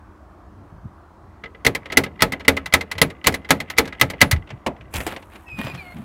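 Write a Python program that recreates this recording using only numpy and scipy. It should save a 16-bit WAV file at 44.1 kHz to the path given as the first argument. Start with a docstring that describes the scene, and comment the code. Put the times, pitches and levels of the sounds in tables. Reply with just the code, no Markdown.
"""At a front door, close up: a small metal knocker is rapped fast, hard blows with bounces and arm rattle.
Then the door opens: latch clicks, a peeling seal, a shaking twig wreath and a squeaking hinge.
A distant street hums under it all. Blows ring tuned metal and door modes under a noise crack; rustle is
grainy noise, squeaks are wavering sines, bumps are low narrow noise and the street is shaped noise.
The hardest blows overload: they flatten against a soft ceiling."""
import sys
import numpy as np
from scipy import signal
from scipy.io import wavfile
from scipy.ndimage import uniform_filter1d

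SR = 44100
rng = np.random.default_rng(int(sys.argv[2]) if len(sys.argv) > 2 else 0)


def file_out(sig):
    """Save sig as 16-bit WAV at sys.argv[1]."""
    # one column per channel
    cols = np.atleast_2d(sig).T
    # limit, then scale
    lim = np.clip(cols, -1, 1)
    pcm = np.round(lim * 32767).astype(np.int16)
    wavfile.write(sys.argv[1], SR, pcm)


N = 266364
EDGE_HZ = 16000  # upper band limit of the scene
SOFT_START = .2  # chatter swells in with this share of its time
FIRM_CHATTER_S, LOOSE_CHATTER_S = 0.00085, 0.0039


def amp(db):
    """Turns dB into a linear gain; amp(2 * db) is the matching power."""
    return 10 ** (np.asarray(db) / 20)


def evened(x):
    """Scales a signal to rms 1."""
    return x / np.sqrt(np.mean(x ** 2) + 1e-20)


def read(points, hz):
    """Reads a (frequency, value) curve along a log frequency axis."""
    f, value = np.transpose(points)
    return np.interp(np.log(hz + 1), np.log(f + 1), value)


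def add(mix, s, sound):
    """Lays a sound into the mix at s seconds, cut at the end of the mix."""
    part = mix[round(s * SR):][:len(sound)]
    part += sound[:len(part)]


def noise(length, size, field_db):
    """Noise from random short-time spectra whose level is field_db(Hz, s)."""
    hop = size // 4
    hz = np.fft.rfftfreq(size, 1 / SR)[:, None]
    t = np.arange(length // hop + 5) * hop / SR
    a, b = rng.standard_normal((len(t), len(hz), 2)).T
    spectra = (a + 1j * b) * amp(field_db(hz, t))
    return signal.istft(spectra, nperseg=size, noverlap=size - hop)[1][:length]


def modes(table):
    """Half a second of dying sines, one per (Hz, dB, t60 s) row."""
    t = np.arange(SR // 2) / SR
    return sum(amp(db - 60 * t / t60) * np.sin(2 * np.pi * hz * t) for hz, db, t60 in table)


def unit(response):
    """Scales a response to rms 1 over its first 8 ms."""
    return response / np.sqrt(np.mean(response[:350] ** 2))


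def band(x, lo_hz, hi_hz):
    """Keeps the band between two frequencies."""
    return signal.sosfilt(signal.butter(2, [lo_hz, hi_hz], "bandpass", fs=SR, output="sos"), x)


# background: distant street and hiss, as (frequency [Hz], relative level [dB per Hz])
STREET = [(15, -49.5), (25, -25.5), (76, 7), (117, -18), (212, -6.5), (242, -17.5), (309, -6), (463, -19.5),
          (545, -17), (714, -13.5), (818, -16), (1160, -15), (1260, -17), (2610, -38), (16000, -55)]
STREET_DB = -46  # overall rms


def street():
    """Distant traffic and microphone hiss: steady coloured noise in faint drifting patches."""
    grid = rng.standard_normal((N // 512 + 5, 1025))
    smooth_in_time = uniform_filter1d(grid, 10, 0)
    patchy_db = 1.6 * evened(uniform_filter1d(smooth_in_time, 8, 1)).T
    hum = noise(N, size=2048, field_db=lambda hz, t: read(STREET, hz) + patchy_db)
    return amp(STREET_DB) * evened(hum)


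# low bumps of hand and door, as (time at full swell [s], level [dB], centre [Hz], t60 [s])
BUMPS = [(.56, -43.5, 101.5, 0.71), (.73, -37.5, 98, 0.54), (.854, -29.5, 141, 0.16),
         (1.219, -46, 111, 0.34), (1.289, -40, 85.5, 0.14), (1.67, -24.5, 138.8, 0.33),
         (1.976, -23, 166.1, 0.38), (2.225, -21.5, 147.6, 0.27), (2.484, -30, 187.7, 0.34),
         (2.641, -32.5, 101, 0.27), (2.8, -35, 200.6, 0.27), (2.961, -28, 108, .15),
         (3.019, -21, 155, 0.24), (3.275, -23.5, 184.6, 0.32), (3.51, -25, 184.3, 0.42),
         (3.79, -33, 190.2, 0.45), (4.015, -21.5, 154.6, 0.32), (4.22, -16, 129.6, 0.24),
         (4.334, -16.5, 84.3, 0.24), (4.525, -30, 107, 0.17), (4.681, -29, 193.5, 0.23),
         (4.801, -42, 91.3, .8), (4.95, -24, 72, .4), (5.529, -38.5, 97, 0.64), (5.59, -27, 200, .2),
         (5.65, -29, 150, .3), (5.735, -32.5, 154.8, 0.31), (5.95, -33, 188.7, 0.78)]
BUMP_RISE_S = 0.0151


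def bumps():
    """A broad low resonance, shaken at random: a quick swell, then a dying rumble."""
    out, t = np.zeros(N), np.arange(SR // 2) / SR
    shakes = rng.standard_normal((len(BUMPS), 2, len(t)))
    for (s, db, hz, t60), shake in zip(BUMPS, shakes):
        # two smoothing stages keep the shake close around the centre
        for width_hz in (80, 160):
            shake = signal.lfilter([1], [1, -np.exp(-np.pi * width_hz / SR)], shake)
        a, b = shake
        rumble = evened(a * np.cos(2 * np.pi * hz * t) + b * np.sin(2 * np.pi * hz * t))
        rise = np.minimum(t / BUMP_RISE_S, 1) ** 2
        fall = amp(db - 60 * np.maximum(t - BUMP_RISE_S, 0) / t60)
        add(out, s - BUMP_RISE_S, rise * fall * rumble)
    return out


# short gliding squeak strands, one of them an octave above the hinge squeak, as
# (start time [s], length [s], first pitch [Hz], last pitch [Hz], level [dB])
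PEEPS = [(5.44, .08, 1900, 1880, -55), (5.59, 0.059, 1890, 1900, -37), (5.655, .03, 1200, 1100, -38),
         (5.642, .12, 2670, 2650, -49), (5.715, .03, 1900, 1880, -49), (5.755, 0.067, 4400, 4000, -49),
         (5.76, .06, 1750, 1600, -50)]


def peep(start, length, first_hz, last_hz, db):
    """A brief gliding squeak strand beside the long ones, wavering in pitch and flickering in level."""
    count = round(length * SR)
    waver, flutter = (evened(uniform_filter1d(v, size=220)) for v in rng.standard_normal((2, count)))
    glide_hz = np.linspace(first_hz, last_hz, count)
    turn = 2 * np.pi * np.cumsum(glide_hz * (1 + .007 * waver)) / SR
    return start, amp(db + 2.9 * flutter) * np.sin(turn) * np.hanning(count)


# two long hinge squeaks, each as (time [s], slip rate [Hz], level [dB], overtone level [dB])
SQUEAKS = [
    [(5.455, 2665, -54, -76), (5.49, 2606, -45.5, -70), (5.52, 2510, -36, -68), (5.56, 2500, -41, -66),
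     (5.6, 2444, -36, -64), (5.68, 2470, -48, -54), (5.71, 2450, -34, -57), (5.73, 2400, -33, -54)],
    [(5.77, 2625, -42, -76), (5.79, 2452, -39.5, -72), (5.815, 2320, -37.5, -62), (5.84, 2195, -55, -60),
     (5.86, 2145, -47, -64), (5.89, 2150, -44, -61), (5.92, 2124, -51, -61), (5.94, 2170, -37, -58)],
]
# multiples 2 to 5 of the slip rate, as (relative level [dB])
OVERTONES_DB = [0, -5, -15, -9]
# multiples 1, 2 and 4 of a third of the slip rate, as (relative level [dB])
THIRDS_DB = [1, -8, -12]
THIRD_DB = -51.  # steady fader for the thirds while the slip tone moves
THIRD_HZ, THIRD_DB_PER_HZ = 2350, 2  # above this rate the thirds fade out, this steeply


def squeak(rows):
    """Fast, uneven stick-slip in the hinge pin; at slower rates every third slip is stronger."""
    s, *columns = np.transpose(rows)
    t = np.arange(s[0], s[-1], 1 / SR)
    hz, db, over_db = (np.interp(t, s, c) for c in columns)
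    waver, flutter, catch = (evened(uniform_filter1d(v, size=220)) for v in rng.standard_normal((3, len(t))))
    turn = 2 * np.pi * np.cumsum(hz * (1 + .007 * waver)) / SR
    # a slower slip is softer: its upper overtones fade
    softening_db = np.maximum(2400 - hz, 0) / 15
    over = np.zeros(len(t))
    for k, d in enumerate(OVERTONES_DB):
        multiple = k + 2
        over += amp(d - k * softening_db) * np.sin(multiple * turn) * (hz * multiple < EDGE_HZ)
    thirds = sum(amp(d) * np.sin(2 ** k * turn / 3) for k, d in enumerate(THIRDS_DB))
    third_db = THIRD_DB - THIRD_DB_PER_HZ * np.maximum(hz - THIRD_HZ, 0)
    tone = amp(db) * np.sin(turn)
    tone += amp(over_db + 2.5 * catch) * over
    tone += amp(third_db) * thirds
    return s[0], np.sqrt(2) * amp(2.16 * flutter) * tone * signal.windows.tukey(len(t), .15)


RING_SLOPE = .85  # dB of metal ring per dB of blow: light contacts ring more than they crack


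def forces(table):
    """Each contact is a first click and a burst of chatter, felt by the metal and, by its share, the door."""
    chattering, pushing, t = np.zeros(N), np.zeros(N), np.arange(SR // 30) / SR
    grits = rng.standard_normal((len(table), len(t)))
    for (s, db, push_db, _, chatter), grit in zip(table, grits):
        fading = np.exp(-t / chatter) * (1 - np.exp(-t / (SOFT_START * chatter)))
        burst = 0.84 * grit * fading / np.linalg.norm(fading)
        burst[0] += FIRM_CHATTER_S / chatter  # shorter chatter, stronger first click
        add(chattering, s, amp(RING_SLOPE * db) * burst)
        add(pushing, s, amp(db + push_db) * burst)
    return chattering, pushing


def ticks(table, sharp):
    """The first instant of a clean contact is a bright noise tick; long chatter hides it."""
    out, t = np.zeros(N), np.arange(SR // 300) / SR
    grits = rng.standard_normal((len(table), len(t)))
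    for (s, db, _, treble_db, chatter), grit in zip(table, grits):
        clean = sharp / (sharp + chatter)
        add(out, s, amp(db + .8 * treble_db) * clean ** 2 * grit * np.exp(-t / 0.00045))
    return band(out, 1700, 22000)


# dying speed of dense modes and porch before the per-source scaling, as (frequency [Hz], base t60 [s])
DYING = [(100, 0.35), (260, 0.34), (700, 0.15), (1840, 0.099), (4850, 0.057), (12800, 0.065)]


def dense(hz, t, table, colour, hurry, porch_db):
    """Level of modes too close to tell apart: each band dies at its own speed, then the porch echoes on."""
    power = np.full((len(hz), len(t)), 1e-30)
    low = 1 / (1 + (hz / 1000) ** 4)
    height = np.clip(np.log2((hz + 1) / 2400) / 2.16, .12, 1.3)  # how fully the treble setting bites
    t60 = read(DYING, hz)
    for s, db, push_db, treble_db, chatter in table:
        window = (t >= s) & (t < s + .3)
        after = t[window] - s
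        fall_db = 60 * after / t60
        held_db = np.maximum(fall_db - 60 * chatter / t60, 0)  # chatter keeps the modes fed
        share = low * amp(2 * push_db) + (1 - low) * amp(2 * treble_db * height)  # soft contacts are dull
        direct = amp(-2 * hurry * held_db)
        porch = amp(2 * (porch_db - 0.41 * fall_db))
        swell = 1 - np.exp(-(after + .0003) / (SOFT_START * chatter + 1e-5))
        power[:, window] += amp(2 * (db + read(colour, hz))) * share * (direct + porch) * swell
    return 10 * np.log10(power)


# handle, latch, seal and twigs, as (time [s], relative click level [dB], lows re click [dB],
# treble re click before weighting [dB], chatter time [s])
LATCH = [(4.4732, -39, -9, -27, 0.0034), (4.491, -38, -8, -28, 0.0043), (4.5033, -27, -6, -25, 0.0045),
         (4.6633, -22, 9.5, -8, 0.0075), (4.7633, -43, -8, -33, 0.0044), (4.809, -39.5, -8, -27, 0.005),
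         (4.9386, -29, 2, 6.5, 0.0036), (4.949, -25.5, -19, -15, 0.004), (4.959, -28.5, -19, 4, 0.0005),
         (4.967, -28, -15, 3, 0.00044), (5.004, -22.5, -4, -13, 0.00081), (5.0657, -27.5, 8.5, 4, 0.0021),
         (5.074, -32.5, -8, 6, 0.003), (5.0886, -38, -2, -6, 0.004), (5.126, -35.5, 8, -13, 0.00061),
         (5.1633, -27.5, -2, -15, 0.0034), (5.225, -40.5, -5.5, -18.5, 0.004),
         (5.355, -37.5, -2, -17, 0.0051), (5.485, -40, -15, -28, 0.0052), (5.589, -28, 1.5, -16, 0.00057),
         (5.645, -44, 5, 7.5, 0.004), (5.667, -30, 3, -25, 0.005), (5.747, -32.5, -13, -13.5, 0.006),
         (5.967, -38, 0, -26, 0.0043)]
# tone of the clicks, as (frequency [Hz], relative level [dB per Hz])
LATCH_COLOUR = [(60, -32), (200, -6.5), (600, 10), (1200, -4), (2300, 4.5), (4000, -4), (8000, -7.5),
                (16000, -17)]
CLICK_DB = -11.5
# rustle bursts of seal and wreath, as (start time [s], hold [s], level [dB], treble re level [dB])
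RUSTLE = [(4.948, 0.066, -34.5, -5), (5.071, 0.052, -36, -12.5), (5.325, 0.034, -48, -12.5),
          (5.589, 0.021, -35.5, -13), (5.661, .012, -37, -18.5), (5.748, 0.012, -42, -17),
          (5.802, 0.26, -53, -12), (5.2, .8, -64, -3)]
RUSTLE_RISE_DB_PER_S, RUSTLE_FALL_DB_PER_S = 700., 249


def opening():
    """Dry clicks of handle, latch and twigs nudge the door leaf, over a grainy rustle of seal and wreath."""
    clicks = noise(N, size=128, field_db=lambda hz, t: dense(hz, t, LATCH, LATCH_COLOUR, 1.5, -18.))
    _, pushing = forces(LATCH)
    body = signal.oaconvolve(pushing, unit(modes(DOOR)))[:N]
    # about 300 random grains a second stand out of a fine hiss
    sizes = rng.exponential(1, N) * (rng.random(N) < 300 / SR)
    grains = rng.standard_normal(N) * (1 + 35. * uniform_filter1d(sizes, size=60))
    s, hold, level_db, treble_db = np.transpose(RUSTLE)[:, :, None]
    t = np.arange(N) / SR
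    rise_db = RUSTLE_RISE_DB_PER_S * np.maximum(s - t, 0)
    fall_db = RUSTLE_FALL_DB_PER_S * np.maximum(t - s - hold, 0)
    level = amp(level_db - rise_db - fall_db)
    treble = (level * amp(treble_db)).sum(0)
    rustle = level.sum(0) * evened(band(grains, 170, 2700))
    rustle += treble * evened(band(grains, 3000, 13000))
    return amp(CLICK_DB) * clicks + amp(-14.) * body + rustle


# the loose arm rubbing and buzzing under the fingers, as (time [s], level [dB])
FIDGET = [(1.3, -75), (1.7, -66), (1.95, -47.5), (2.15, -61), (2.5, -51), (3.2, -61), (3.55, -51),
          (4.2, -48.5), (4.449, -61), (4.95, -64.5)]


def fidget():
    """Grainy rubbing that keeps the knocker's modes faintly alive between contacts."""
    s, db = np.transpose(FIDGET)
    unevenness = evened(uniform_filter1d(rng.standard_normal(N), size=200))
    grains = rng.standard_normal(N) * amp(6.2 * unevenness)
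    ringing = evened(signal.oaconvolve(grains, modes(METAL))[:N])
    rubbing = evened(band(band(grains, 1300, 3000), 1200, 3100))
    level_db = np.interp(np.arange(N) / SR, s, db, left=-120, right=-120)
    return amp(level_db) * (ringing + 0.59 * rubbing)


# contacts of the knocker, as (time [s], relative blow level [dB], push into the door re blow [dB],
# treble re blow before weighting [dB])
KNOCKS = [(1.437, -24.5, -8, -33), (1.457, -30, -13, -43), (1.5478, -38.5, -2.5, -44),
          (1.6489, -13.5, -7.5, -6), (1.6654, -5.5, -8.5, -5), (1.7497, -17, -9.5, -7),
          (1.8569, -27, -11, -24), (1.9008, -25, -6.5, -35), (1.922, -17.5, -4.5, -13.5),
          (1.9719, -1, -8.5, -2), (2.037, -21, -22, -9), (2.0619, -28, -3, -31), (2.1928, -30.5, -5, -38),
          (2.2058, -18.5, -17, -17), (2.2217, -0.5, -9, -5), (2.3213, -20.5, -4.5, -6),
          (2.3324, -19.5, -6, -37), (2.3968, -37.5, -1, -13), (2.4052, -28.5, -8, -24),
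          (2.4487, -30, -3.5, -19.5), (2.4812, -0.5, -9, -5), (2.5669, -23, -3, -6.5),
          (2.572, -17.5, -16.5, -32), (2.659, -20.5, -29, -10), (2.725, -19.5, -16, -14.5),
          (2.7385, 0, -12.5, -5.5), (2.809, -19.5, -6, -13), (2.9142, -18.5, -19, -8.5),
          (2.9522, -34, -2.5, -25), (2.981, -18.5, -11.5, -13), (3.0162, -2.5, -9.5, -3),
          (3.1009, -29.5, -5, -14.5), (3.2428, -20.5, -5, -13.5), (3.2624, -14, -9.5, -18),
          (3.2701, -1.5, -11, -1.5), (3.3229, -32.5, 5, -2), (3.3414, -17.5, -7.5, -5.5),
          (3.4468, -30.5, -10, -26), (3.49, -27.5, -13.5, -8), (3.4964, -25.5, -1.5, -16),
          (3.5063, -0.5, -8.5, -4), (3.602, -19.5, -6.5, -10), (3.7006, -19, -17, -10.5),
          (3.7673, -30, -8, -21), (3.7773, -21, -10, 0), (3.7841, -1.5, -8.5, -4), (3.854, -27, -4, -15.5),
          (3.8757, -28, -5.5, -11.5), (3.925, -26, -20, -27), (3.9975, -26.5, -13.5, -6.5),
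          (4.013, -1.5, -11, -6), (4.1001, -23, -5.5, -5), (4.1346, -32, 2.5, -29.5),
          (4.2069, -17, -13, -6.5), (4.215, 2, -12, -5), (4.3121, -12, -16, 0), (4.3237, -17, -17, -11),
          (4.3617, -32, -15, -22)]
FIRM_DB, LOOSE_DB = -6.5, -8.5  # a firm blow seats at once, a light one chatters


def contacts():
    """The knocks with their chatter time: short for firm blows, the same longer one for all light ones."""
    chatter = [LOOSE_CHATTER_S, FIRM_CHATTER_S]
    return [(*row, np.interp(row[1], [LOOSE_DB, FIRM_DB], chatter)) for row in KNOCKS]


# the knocker and its plate, as (frequency [Hz], relative level [dB], t60 [s])
METAL = [(1296, -7.5, 0.085), (1663, -9, 0.078), (2015, -0.5, 0.052), (2061, 5.5, 0.033),
         (2270, -14, 0.086), (2790, -7, 0.02), (3200, -15, 0.047)]
# the door leaf, as (frequency [Hz], relative level [dB], t60 [s])
DOOR = [(67.6, -22.5, 0.72), (83, -5, .35), (167, -12, 0.15), (209.6, -7, 0.34), (271.3, 2.5, 0.23),
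        (397.6, -6.5, 0.18), (458.2, 5, 0.12), (546.3, 5, 0.08), (636.7, -1.5, 0.12), (851, -2.5, 0.13),
        (1120, -12, 0.056)]
# dense modes of the crack, as (frequency [Hz], relative level [dB per Hz])
DENSE = [(60, -28), (110, -4), (470, 4), (770, -2.5), (1400, -7), (2050, 0), (2600, -6.5), (4200, -4),
         (5200, -8), (9200, -12.5), (11200, -10.5), (16000, -17.5)]
CRACK_DB = -9.5
# one high mode of the loose arm singing on after a contact, as (time [s], pitch [Hz], level [dB], t60 [s])
SINGS = [(2.916, 10080, -50, .12), (3.017, 11180, -12, 0.057), (3.342, 10080, -42, .1),
         (3.705, 14640, -43.5, .08), (4.215, 10080, -39.5, .25)]


def knocker():
    """Metal on metal, bolted to the door leaf: contacts ring both, with a noisy crack of dense modes."""
    knocks = contacts()
    chattering, pushing = forces(knocks)
    metal = band(signal.oaconvolve(chattering, unit(modes(METAL)))[:N], 900, 3800)
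    leaf = signal.oaconvolve(pushing, unit(modes(DOOR)))[:N]
    crack = noise(N, size=128, field_db=lambda hz, t: dense(hz, t, knocks, DENSE, 1.28, -24.0))
    out = amp(-8.5) * metal + amp(-5.5) * leaf + amp(CRACK_DB) * crack
    for s, *mode in SINGS:
        add(out, s, modes([mode]))
    return out


def scene():
    """Mixes street, bumps, door opening, hinge and knocker into one channel."""
    mix = street() + bumps() + opening() + fidget() + knocker()
    mix += amp(15.5) * ticks(LATCH, 0.0015)
    mix += amp(8.5) * ticks(contacts(), 0.0022)
    for row in PEEPS:
        add(mix, *peep(*row))
    for rows in SQUEAKS:
        add(mix, *squeak(rows))
    return mix[None]


def record(dry):
    """Bass roll-off, a soft ceiling that flattens the hardest blows, then the band limit."""
    dry = signal.sosfilt(signal.butter(3, 42, "highpass", fs=SR, output="sos"), dry)
    capped = dry / (1 + (dry / .9) ** 8) ** (1 / 8)
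    lowpass = signal.firwin(121, EDGE_HZ, window=("kaiser", 4), fs=SR)
    return signal.oaconvolve(capped, lowpass[None], "same")


dry = scene()
out = record(dry)
file_out(out)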